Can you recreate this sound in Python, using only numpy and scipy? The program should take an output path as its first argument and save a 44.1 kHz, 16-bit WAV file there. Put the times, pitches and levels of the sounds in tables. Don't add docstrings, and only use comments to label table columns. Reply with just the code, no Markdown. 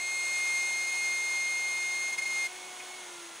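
import sys
import numpy as np
from scipy import signal
from scipy.fft import rfft, irfft
from scipy.io import wavfile

SR = 44100
rng = np.random.default_rng(int(sys.argv[2]) if len(sys.argv) > 2 else 0)


def master(y):
    cut = np.clip(np.atleast_2d(y).T, -1, 1)
    pcm = np.round(cut * 32767)
    wavfile.write(sys.argv[1], SR, pcm.astype(np.int16))


N = 149940
T = np.arange(N) / SR
HZ = np.fft.rfftfreq(N, 1 / SR)

# (time [s], strength [dB], pitch [Hz])
FEED_CURVE = [(0, -3, 2131), (.3, -0.26, 2131), (.55, 2, 2127), (.66, 0.13, 2127), (.88, -0.44, 2130),
              (.98, -0.58, 2135), (1.08, 1.5, 2125), (1.2, -0.46, 2126), (1.4, 0.9, 2128),
              (1.72, -0.64, 2129), (2.08, -1.4, 2130), (2.31, -1.5, 2131), (2.39, 0.97, 2125),
              (2.46, 0.9, 2122)]
# (time [s], depth [dB], nominal half length [s], overshoot [dB])
WHISTLE_STALLS = [(0.864, 2.5, 0.0058, 0), (0.915, 1.5, 0.0088, 1.4), (2.119, 5, 0.0095, 2.5),
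                  (2.17, 17, 0.014, 6), (2.211, 10, 0.0094, 3), (2.251, 8, 0.0072, 3),
                  (2.289, 3, .008, 1.5)]
# (whistle harmonic [-], added shaft order [-], level at time 0 [dB], change along the cut [dB/s])
WHISTLE_PARTIALS = [(1, 0, 0, 0), (1, -1, -30.5, 0.5), (1, 1, -14.5, -0.9), (1, 2, -29.5, 0.5),
                    (1, 4.13, -24.5, 0), (2, -1, -23.5, -1.5), (2, 0, -13, -1), (2, 1, -29, -3),
                    (2, 2, -40, 5), (3, -1, -27, -1.5), (3, 0, -9.5, -0.54), (3, 1, -21.5, 0.4),
                    (3, 2, -46, -2), (3, 3, -28, 0), (3, 4.02, -14.5, -9), (4, -1, -41, -10),
                    (4, 0, -15.5, -0.5), (4, 4, -27, -2), (5, 0, -14.5, -1.5), (6, 0, -26, -3),
                    (7, 0, -39, 0)]
# (shaft order [-], cutting [dB], running free [dB], coasting [dB])
SHAFT_ORDERS = [(1, -61.5, -58.5, -57), (2, -64, -55.5, -65), (3, -66, -68, -71), (4, -65.5, -64, -60.5),
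                (4.13, -62.5, -63, -61), (5, -81, -73, -65), (6, -84, -55, -57.5), (8, -74, -70.5, -72),
                (8.13, -72, -66, -78), (12, -69, -65, -79)]
# (time [s], added level [dB])
WHINE_WAVER = [(2.5, -1), (2.6, 0.5), (2.7, 0), (2.76, -10), (2.83, -7), (2.93, 1.5)]
# (frequency [Hz], width [Hz], gain [dB])
HOUSING_RESONANCES = [(328, 5, -5), (344, 11, 7.5), (1386, 13, 10), (2170, 35, 3.5)]
# (frequency [Hz], relative density [dB per Hz])
AIR_SPECTRUM = [(25, -49), (65, -32.5), (120, -24), (250, -17.5), (400, -14), (700, -9), (1000, -6.5),
                (1300, -12), (1700, -12.5), (2400, -10.5), (3600, -11), (4600, -14.5), (5000, -16.5),
                (5600, -13), (7500, -14), (8700, -11), (10400, -13), (11400, -15), (13400, -28),
                (14700, -17.5), (15500, -21.5)]
# (frequency [Hz], width [Hz], gain on the air noise [dB])
HOOD_RESONANCES = [(1825, 88, 2.5), (2170, 110, 3.5), (3380, 180, 2.5), (6490, 280, 6)]
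# (frequency [Hz], relative density [dB per Hz])
CUT_SPECTRUM = [(30, -42), (120, -15), (300, -21), (600, -3.5), (1100, -0.5), (2000, -3.5), (3500, -3.5),
                (4300, -6.5), (4750, -2), (5000, 0.5), (5250, -1.5), (6500, -2.5), (8000, -0.3),
                (10500, 0.6), (12000, -10), (13400, -1.5), (15500, -12)]
# (time [s], level [dB])
HISS_LEVEL = [(0, -45.5), (.4, -42), (1.0, -42.5), (1.5, -44.5), (2.1, -43.5), (2.4, -43)]
# (time [s], level [dB])
NOISE_TICKS = [(2.183, -37), (2.439, -45)]
# (time [s], half length [s], level [dB])
WALL_GRAZES = [(2.525, 0.065, -57), (2.668, 0.045, -58), (2.805, 0.0088, -45)]
# (frequency [Hz], relative level [dB])
GRAZE_TONES = [(2160, 0.5), (2495, -1)]
# (frequency [Hz], lead of left [rad])
LEFT_LEAD = [(300, 0), (560, 0.52), (800, 0.1), (1150, 0.3), (1450, 0), (4650, 0), (4850, -.9),
             (4980, -2.6), (5080, 0), (6850, 0), (7900, -0.98), (10600, -2.4), (10900, -2.95),
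             (11400, -3.14), (14500, -3.14), (15500, -3.6)]
# (frequency [Hz], likeness [0-1])
STEREO_LIKENESS = [(300, 1), (400, .96), (560, .88), (800, .97), (1150, .93), (1450, 1), (4650, 1),
                   (4950, .45), (5120, 1), (5600, .998), (6100, .99), (6400, 1), (6850, .995), (7600, .66),
                   (10600, .64), (11400, 1), (14500, 1), (15400, .55)]

CUT_END_S, CUT_FADE_S = 2.472, 0.0023
OFF_S, POWER_FADE_S = 2.96, 0.029
COAST_S, COAST_DB_PER_S = 4.35, 18
SHAFT_HZ, FREE_HZ = 363.3, 365.2
LOAD_HZ_PER_DB = 0.74

WHISTLE_DB = -32.5
MAIN_FLUTTER, SIDEBAND_FLUTTER, OVERTONE_FLUTTER = .035, 0.16, 0.14
REBOUND_LAG = 1.4
STALL_SKEW = 0.22
STALL_HZ_PER_DB = 0.94
OVERTONE_FOLLOW = 0.54
OVERTONE_DIP, OVERTONE_REBOUND = 1.15, 0.34

WHINE_ORDER = 6
AIR_DB, AIR_SPEED_DB = -44, 45
CUT_FOLLOW = 0.44
TICK_DECAY_S = 0.0095
GRAZE_ROUGH_RAD = 0.95
EDGE_HZ = 15750


def amp(db):
    return 10 ** (np.asarray(db) / 20)


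def evened(x):
    return x / np.sqrt(np.mean(x ** 2) + 1e-20)


def follow(curve):
    return np.interp(T, *np.transpose(curve))


def read(points):
    hz, value = np.transpose(points)
    return np.interp(np.log(HZ + 1), np.log(hz + 1), value)


def resonance_db(table, hz):
    return sum(db * np.exp(-((hz - centre) / width) ** 2) for centre, width, db in table)


def waver(rate_hz):
    coarse = T[::64]
    hz = np.fft.rfftfreq(len(coarse), coarse[1])
    spectrum = rfft(rng.standard_normal(len(coarse))) / np.sqrt(1 + (hz / rate_hz) ** 4)
    drift = irfft(spectrum, len(coarse))
    return evened(np.interp(T, coarse, drift))


def turns(hz):
    return 2 * np.pi * np.cumsum(hz) / SR


def any_phase():
    return 2 * np.pi * rng.random()


def spread(shape_db):
    same = np.clip(read(STEREO_LIKENESS), 0, 1)
    spectra = rfft(rng.standard_normal((3, N)))
    pair = np.sqrt(same) * spectra[0] + np.sqrt(1 - same) * spectra[1:]
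    return evened(irfft(pair * amp(shape_db), N))


def stall_curve():
    def bell(centre_s, half_s, skew):
        since = T - centre_s
        return np.exp(-(since / (half_s * (1 + skew * np.sign(since)))) ** 2)

    out = np.zeros(N)
    for time_s, depth_db, half_s, over_db in WHISTLE_STALLS:
        out -= depth_db * bell(time_s, half_s, -STALL_SKEW)
        out += over_db * bell(time_s + REBOUND_LAG * half_s, half_s, STALL_SKEW)
    return out


def whistle(cutting, strength_db, pitch_hz, stall_db, shaft_hz):
    hz = pitch_hz + STALL_HZ_PER_DB * stall_db + 1.66 * waver(rate_hz=44.6)
    tone, spin, out = turns(hz), turns(shaft_hz), np.zeros(N)
    main_db = strength_db + stall_db
    overtone_stall = np.where(stall_db < 0, OVERTONE_DIP, OVERTONE_REBOUND)
    overtone_db = OVERTONE_FOLLOW * strength_db + stall_db * overtone_stall
    for harmonic, order, db, db_per_s in WHISTLE_PARTIALS:
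        if harmonic > 1:
            depth, swell_db = OVERTONE_FLUTTER, overtone_db
        else:
            depth, swell_db = SIDEBAND_FLUTTER if order else MAIN_FLUTTER, main_db
        flutter = 1 + depth * (waver(rate_hz=19) + 1j * waver(rate_hz=27))
        phase = harmonic * tone + order * spin + any_phase()
        out += amp(db + db_per_s * T + swell_db) * (flutter * np.exp(1j * phase)).real
    return np.sqrt(2) * amp(WHISTLE_DB) * cutting * out


def motor(cutting, shaft_hz):
    spin, out = turns(shaft_hz), np.zeros(N)
    since_off = np.maximum(T - OFF_S, 0)
    coasting = np.minimum(since_off / POWER_FADE_S, 1)
    for order, cut_db, free_db, coast_db in SHAFT_ORDERS:
        level_db = free_db + (cut_db - free_db) * cutting + (coast_db - free_db) * coasting
        level_db = level_db + resonance_db(HOUSING_RESONANCES, order * shaft_hz)
        if order == WHINE_ORDER:
            level_db = level_db + follow(WHINE_WAVER)
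        shake_db = .5 * np.sqrt(order) * waver(rate_hz=15)
        out += amp(level_db + shake_db) * np.sin(order * spin + any_phase())
    return np.sqrt(2) * amp(-COAST_DB_PER_S * since_off) * out


def air(shaft_hz):
    speed_db = AIR_SPEED_DB * np.log10(shaft_hz / FREE_HZ)
    level_db = AIR_DB + speed_db + 0.23 * waver(rate_hz=60)
    return amp(level_db) * spread(read(AIR_SPECTRUM) + resonance_db(HOOD_RESONANCES, HZ))


def cutting_hiss(cutting, swell_db, shaft_hz):
    pulse = 1 + 0.17 * np.cos(turns(shaft_hz))
    level_db = follow(HISS_LEVEL) + CUT_FOLLOW * swell_db + 0.5 * waver(rate_hz=12)
    colour_db = read(CUT_SPECTRUM) + 0.54 * resonance_db(HOOD_RESONANCES, HZ)
    return amp(level_db) * cutting * pulse * spread(colour_db)


def ticks():
    level = sum(amp(db) * (T >= s) * np.exp(-abs(T - s) / TICK_DECAY_S) for s, db in NOISE_TICKS)
    return level * spread(read(CUT_SPECTRUM))


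def squeak():
    tones = np.zeros(N)
    for hz, db in GRAZE_TONES:
        jitter = GRAZE_ROUGH_RAD * waver(rate_hz=67)
        tones += amp(db) * np.sin(2 * np.pi * hz * T + jitter)
    touch = sum(amp(db) * np.exp(-((T - s) / half_s) ** 2) for s, half_s, db in WALL_GRAZES)
    return np.sqrt(2) * tones * touch


def scene():
    cutting = .5 - .5 * np.tanh((T - CUT_END_S) / (2 * CUT_FADE_S))
    times, strengths, pitches = np.transpose(FEED_CURVE)
    strength_db = np.interp(T, times, strengths)
    pitch_hz = np.interp(T, times, pitches)
    stall_db = stall_curve()

    load_hz = (SHAFT_HZ - FREE_HZ - LOAD_HZ_PER_DB * strength_db) * cutting
    run_down = np.exp(-np.maximum(T - OFF_S, 0) / COAST_S)
    shaft_hz = (FREE_HZ + load_hz) * run_down + 0.36 * waver(rate_hz=5.3)

    tones = whistle(cutting, strength_db, pitch_hz, stall_db, shaft_hz)
    tones = tones + motor(cutting, shaft_hz) + squeak()
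    noises = air(shaft_hz) + cutting_hiss(cutting, strength_db + stall_db, shaft_hz) + ticks()
    phase_turn = np.exp(.5j * np.outer([1, -1], read(LEFT_LEAD)))
    return irfft(rfft(tones + noises) * phase_turn, N)


def record(dry):
    lowpass = signal.firwin(511, EDGE_HZ, window=("kaiser", 9), fs=SR)
    return signal.oaconvolve(dry, lowpass[None], "same")


dry = scene()
out = record(dry)
master(out)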